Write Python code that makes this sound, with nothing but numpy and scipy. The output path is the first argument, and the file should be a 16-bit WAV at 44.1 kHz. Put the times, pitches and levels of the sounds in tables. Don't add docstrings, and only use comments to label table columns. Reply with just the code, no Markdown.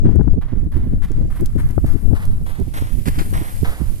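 import sys
import numpy as np
from scipy.fft import rfft, irfft, next_fast_len
from scipy.io import wavfile
from scipy.ndimage import uniform_filter1d, minimum_filter1d, map_coordinates

SR = 44100
rng = np.random.default_rng(int(sys.argv[2]) if len(sys.argv) > 2 else 0)


def bounce(signal):
    frames = np.transpose(np.atleast_2d(signal))
    limited = np.clip(frames, -1, 1)
    pcm = np.round(limited * 32767).astype(np.int16)
    wavfile.write(sys.argv[1], SR, pcm)


N = 176400
TOP_HZ = 13650
# f/Hz, level/dB
SPRAY_SPECTRUM = [(2000, -15), (6000, -16), (8000, -9), (8700, -3), (11000, -1), (12200, -2), (13600, -3)]


def amp(db):
    return 10 ** (np.asarray(db) / 20)


def unit(x):
    return x / np.sqrt(np.mean(x ** 2) + 1e-20)


def clock():
    return np.arange(N) / SR


def curves(rows):
    times, *columns = np.transpose(rows)
    return [np.interp(clock(), times, column) for column in columns]


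def colour(points, hz):
    f, db = np.transpose(points)
    return amp(np.interp(np.log(hz + 1), np.log(f), db))


def wobble(per_s):
    return map_coordinates(rng.standard_normal(int(N * per_s / SR) + 4), [clock() * per_s])


def filtered(x, response):
    n = x.shape[-1]
    padded = next_fast_len(n + SR // 10)
    return irfft(rfft(x, padded) * response(np.fft.rfftfreq(padded, 1 / SR)), padded)[..., :n]


def sides(pan_db):
    return amp(np.vstack([pan_db, -pan_db]) / 2)


def grit(size, response, spread, lead_ms=0):
    grains_per_s, scatter_db, grain_share = 1200, 2.5, 0.33
    shape = (3, size)
    hits = rng.random(shape) < grains_per_s / SR
    clicks = hits * rng.standard_normal(shape)
    grains = unit(clicks * amp(scatter_db * np.clip(rng.standard_normal(shape), -2, 2)))
    texture = np.sqrt(grain_share) * grains + np.sqrt(1 - grain_share) * rng.standard_normal(shape)
    ports = texture[0] + spread * texture[1:]
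    lag = lambda hz: np.exp(1j * np.pi * hz * lead_ms / 1000 * np.array([[-1], [1]]))
    return unit(filtered(ports, lambda hz: response(hz) * lag(hz)))


def steps():
    # t/s, crunch/dB, spray/dB, push/s, slide re crunch/dB, crunch tilt/(dB per octave)
    footfalls = [(0.044, -37.5, -62.5, 0.064, -5, -4.5), (0.409, -44, -61.5, 0.037, -3, -3.5),
                 (0.715, -45, -54.5, 0.039, -2.5, -2.5), (1.019, -42.5, -52, 0.033, -6, -2),
                 (1.299, -44, -50, 0.098, 0, -3.5), (1.576, -39, -46, 0.024, -5.5, -2),
                 (1.857, -43, -50, 0.053, -3, -1.5), (2.144, -38.5, -48.5, 0.11, -3, -3),
                 (2.459, -38.5, -46.5, 0.051, -2.5, -3), (2.736, -32, -39.5, 0.051, -5.5, -1.3),
                 (3.053, -31, -36.5, 0.032, -6.5, -1), (3.184, -28, -39, 0.016, -42, -0.5),
                 (3.332, -30.5, -41, 0.021, -3.5, -2.5), (3.644, -27.5, -47, 0.039, -6.5, -3.5)]
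    # f/Hz, level/dB
    crunch_spectrum = [(100, -12.5), (300, -7), (600, -3), (1100, 0.5), (2050, 0), (2550, -7.5),
                       (3300, -6.5), (5600, -13), (8500, -15), (11000, -27)]
    # t/s, lead of the right port/ms
    bearing = [(.7, -0.056), (3.2, .42), (3.65, .19)]
    attack_s, bite_db, bite_s = 0.0052, 2.5, 0.049
    release_s, slide_hold_s, slide_fall_s = 0.021, 0.098, 0.11
    spray_release_s, tail_db, tail_s = 0.068, -7, 0.24
    out, t = np.zeros((2, N + SR)), np.arange(SR * 3 // 5) / SR
    onset = np.clip(t / attack_s, 0, 1) * amp(bite_db * np.exp(-t / bite_s))
    for start_s, crunch_db, spray_db, push_s, slide_db, tilt_db in footfalls:
        lead_ms = np.interp(start_s, *np.transpose(bearing))
        after_push = np.maximum(t - push_s, 0)
        slide = amp(slide_db) * np.exp(-np.maximum(t - slide_hold_s, 0) / slide_fall_s)
        tone = lambda hz: colour(crunch_spectrum, hz) * amp(tilt_db * np.log2(hz + 1))
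        crunch = grit(len(t), tone, spread=0.33, lead_ms=lead_ms)
        crunch *= amp(crunch_db) * np.maximum(np.exp(-after_push / release_s), slide)
        tail = amp(tail_db) * np.exp(-after_push / tail_s)
        spray = grit(len(t), lambda hz: colour(SPRAY_SPECTRUM, hz), spread=0.11)
        spray *= amp(spray_db) * np.maximum(np.exp(-after_push / spray_release_s), tail)
        out[:, round(start_s * SR):][:, :len(t)] += onset * (crunch + spray)
    clumps = amp(2.02 * wobble(per_s=70))
    return out[:, :N] * clumps


def run_off():
    # t/s, rustle/dB, fizz/dB
    flow = [(0, -53, -71), (.35, -62, -70), (.85, -64, -58.5), (1.25, -51, -62), (1.5, -50.5, -55.5),
            (1.95, -50, -49), (2.38, -52.5, -53.5), (2.65, -47, -51), (2.95, -43, -44.5), (3.47, -42, -38),
            (3.62, -39, -41), (4, -43, -44.5)]
    # f/Hz, level/dB
    trickle_spectrum = [(200, 18), (700, 1.5), (1400, -8), (2000, -1), (3800, -4), (8000, -4.5),
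                        (10000, -28)]
    # t/s, left over right/dB
    fizz_pan = [(2.9, -1), (3.45, -6)]
    rustle_db, fizz_db = curves(flow)
    pan_db, = curves(fizz_pan)
    rustle = amp(rustle_db) * grit(N, lambda hz: colour(trickle_spectrum, hz), spread=1, lead_ms=0.407)
    fizz = amp(fizz_db) * sides(pan_db) * grit(N, lambda hz: colour(SPRAY_SPECTRUM, hz), spread=0.21)
    return (rustle + fizz) * amp(0.44 * wobble(per_s=30))


def ticks():
    # t/s, peak/dB, f/Hz, left over right/dB
    strikes = [(.158, -32, 9000, 3), (.229, -43, 7500, -4), (1.118, -30.5, 7100, -1), (1.41, -25, 11800, 5),
               (1.4596, -21, 8000, 16.5), (1.689, -33, 8600, 0), (1.71, -28, 10000, 0),
               (2.254, -25.5, 10700, -2), (2.6, -30, 10700, 1)]
    decay_s, ring_db, ring_s, relative_width = 0.00019, -21.5, 0.0055, 0.62
    out, t = np.zeros((2, N + SR)), np.arange(SR // 20) / SR
    envelope = np.exp(-t / decay_s) + amp(ring_db) * np.exp(-t / ring_s)
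    for start_s, peak_db, centre_hz, pan_db in strikes:
        detune = lambda hz: (hz + 1) / centre_hz - centre_hz / (hz + 1)
        resonance = lambda hz: (hz < TOP_HZ) / (1 + 1j * detune(hz) / relative_width)
        crack = filtered(rng.standard_normal(len(t)) * envelope, resonance)
        out[:, round(start_s * SR):][:, :len(t)] += amp(peak_db) * sides(pan_db) * crack / abs(crack).max()
    return out[:, :N]


def eddies():
    # t/s, peak of the middle whirl/dB, treble slope/(dB per octave), port (L or R)
    buffets = [(.056, -8, -21, "R"), (.059, -7, -14, "L"), (.092, -2.5, -11.5, "L"), (.161, -1, -15, "L"),
               (.198, -2, -13, "L"), (.212, -6, -10.5, "L"), (0.28, -1.5, -9.5, "L"), (0.34, -17, -13, "L"),
               (0.378, -10, -19.5, "R"), (.532, -13.5, -14.5, "R"), (.569, -17, -21.5, "R"),
               (.671, -18.5, -17.5, "L"), (0.768, -14, -24.5, "R"), (.87, -15.5, -18, "R"),
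               (.932, -9.5, -21, "L"), (1.112, -20, -17, "R"), (1.406, -20.5, -12.5, "R"),
               (1.426, -11.5, -20.5, "L"), (1.565, -11.5, -17.5, "L"), (1.596, -15, -21, "L"),
               (1.781, -5, -5, "L"), (1.846, -7.5, -11, "R"), (1.954, -10.5, -21.5, "L"),
               (2.114, -12, -14, "L"), (2.133, -6.5, -10.5, "L"), (2.597, -14.5, -15, "R"),
               (2.616, -16, -14, "R"), (2.678, -18.5, -17, "R"), (2.823, -17, -10, "R"),
               (3.081, -9, -23, "R"), (3.183, -13.5, -24.5, "R"), (3.213, -18.5, -13.5, "L"),
               (3.328, -18, -10, "L"), (3.418, -16.5, -10.5, "R"), (3.632, -9.5, -14, "R"),
               (3.815, -12, -21, "R")]
    middle_hz, width_octaves = 250, 0.45
    middle_span_s, at_slope_db = 0.0058, -15
    out, t = np.zeros((2, N)), clock()
    octaves = np.arange(-2, 3)[:, None]
    bands = lambda hz: np.exp(-.5 * ((np.log2((hz + 1) / middle_hz) - octaves) / width_octaves) ** 2)
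    for centre_s, peak_db, slope_db, port in buffets:
        near = abs(t - centre_s) < .07
        span_s = middle_span_s * slope_db / at_slope_db * 2 ** (-0.57 * octaves)
        burst = np.exp(-.5 * ((t[near] - centre_s) / span_s) ** 2)
        whirls = filtered(burst * rng.standard_normal(burst.shape), bands)
        whirls /= abs(whirls).max(axis=1, keepdims=True)
        peaks = amp(peak_db + slope_db * np.maximum(octaves, 0))
        out["LR".index(port), near] += (peaks * whirls).sum(axis=0)
    return out


def wind():
    # t/s, level/dB
    left_gusts = [(.2, -11), (.4, -20), (.58, -24.5), (.7, -15.5), (1.1, -21.5), (1.25, -13.5), (1.36, -20),
                  (2.1, -14.5), (2.6, -32), (2.8, -26), (3, -32), (3.2, -15), (3.5, -26.5), (4, -33)]
    right_gusts = [(.28, -22.5), (.9, -14.5), (1.05, -25.5), (1.23, -9), (1.34, -25.5), (1.42, -20.5),
                   (1.85, -18.5), (2.03, -30.5), (2.42, -15), (2.5, -27), (2.7, -15.5), (3.5, -24.5),
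                   (3.85, -20)]
    # f/Hz, level/dB
    rumble_spectrum = [(12, 10.5), (32, 2), (100, -3), (240, -20.5), (450, -70.5)]
    flutter_spectrum = [(270, 1), (400, -10), (700, -22.5), (1100, -39.5), (2000, -61.5)]
    calm_db, rumble_db, flutter_db, flutter_growth = -16, -14.5, -32.5, 1.82
    ports = []
    for strength in (left_gusts, right_gusts):
        gust_db = curves(strength)[0] - calm_db
        lumps = np.tanh(wobble(per_s=20))
        rumble = unit(filtered(rng.standard_normal(N), lambda hz: colour(rumble_spectrum, hz)))
        flutter = unit(filtered(rng.standard_normal(N), lambda hz: colour(flutter_spectrum, hz)))
        rumble *= amp(rumble_db + gust_db + 8.3 * lumps)
        flutter *= amp(flutter_db + flutter_growth * gust_db + 7.5 * lumps + 3.26 * wobble(per_s=90))
        ports.append(rumble + flutter)
    return np.array(ports)


def scene():
    grit_trim_db = -2.5
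    return wind() + amp(grit_trim_db) * (steps() + run_off()) + ticks() + eddies()


def record(dry):
    needed_gain = 1 / np.maximum(abs(dry).max(axis=0), 1)
    gain = uniform_filter1d(minimum_filter1d(needed_gain, size=600), size=400)
    return filtered(dry * gain, lambda hz: hz < TOP_HZ)


dry = scene()
out = record(dry)
bounce(out)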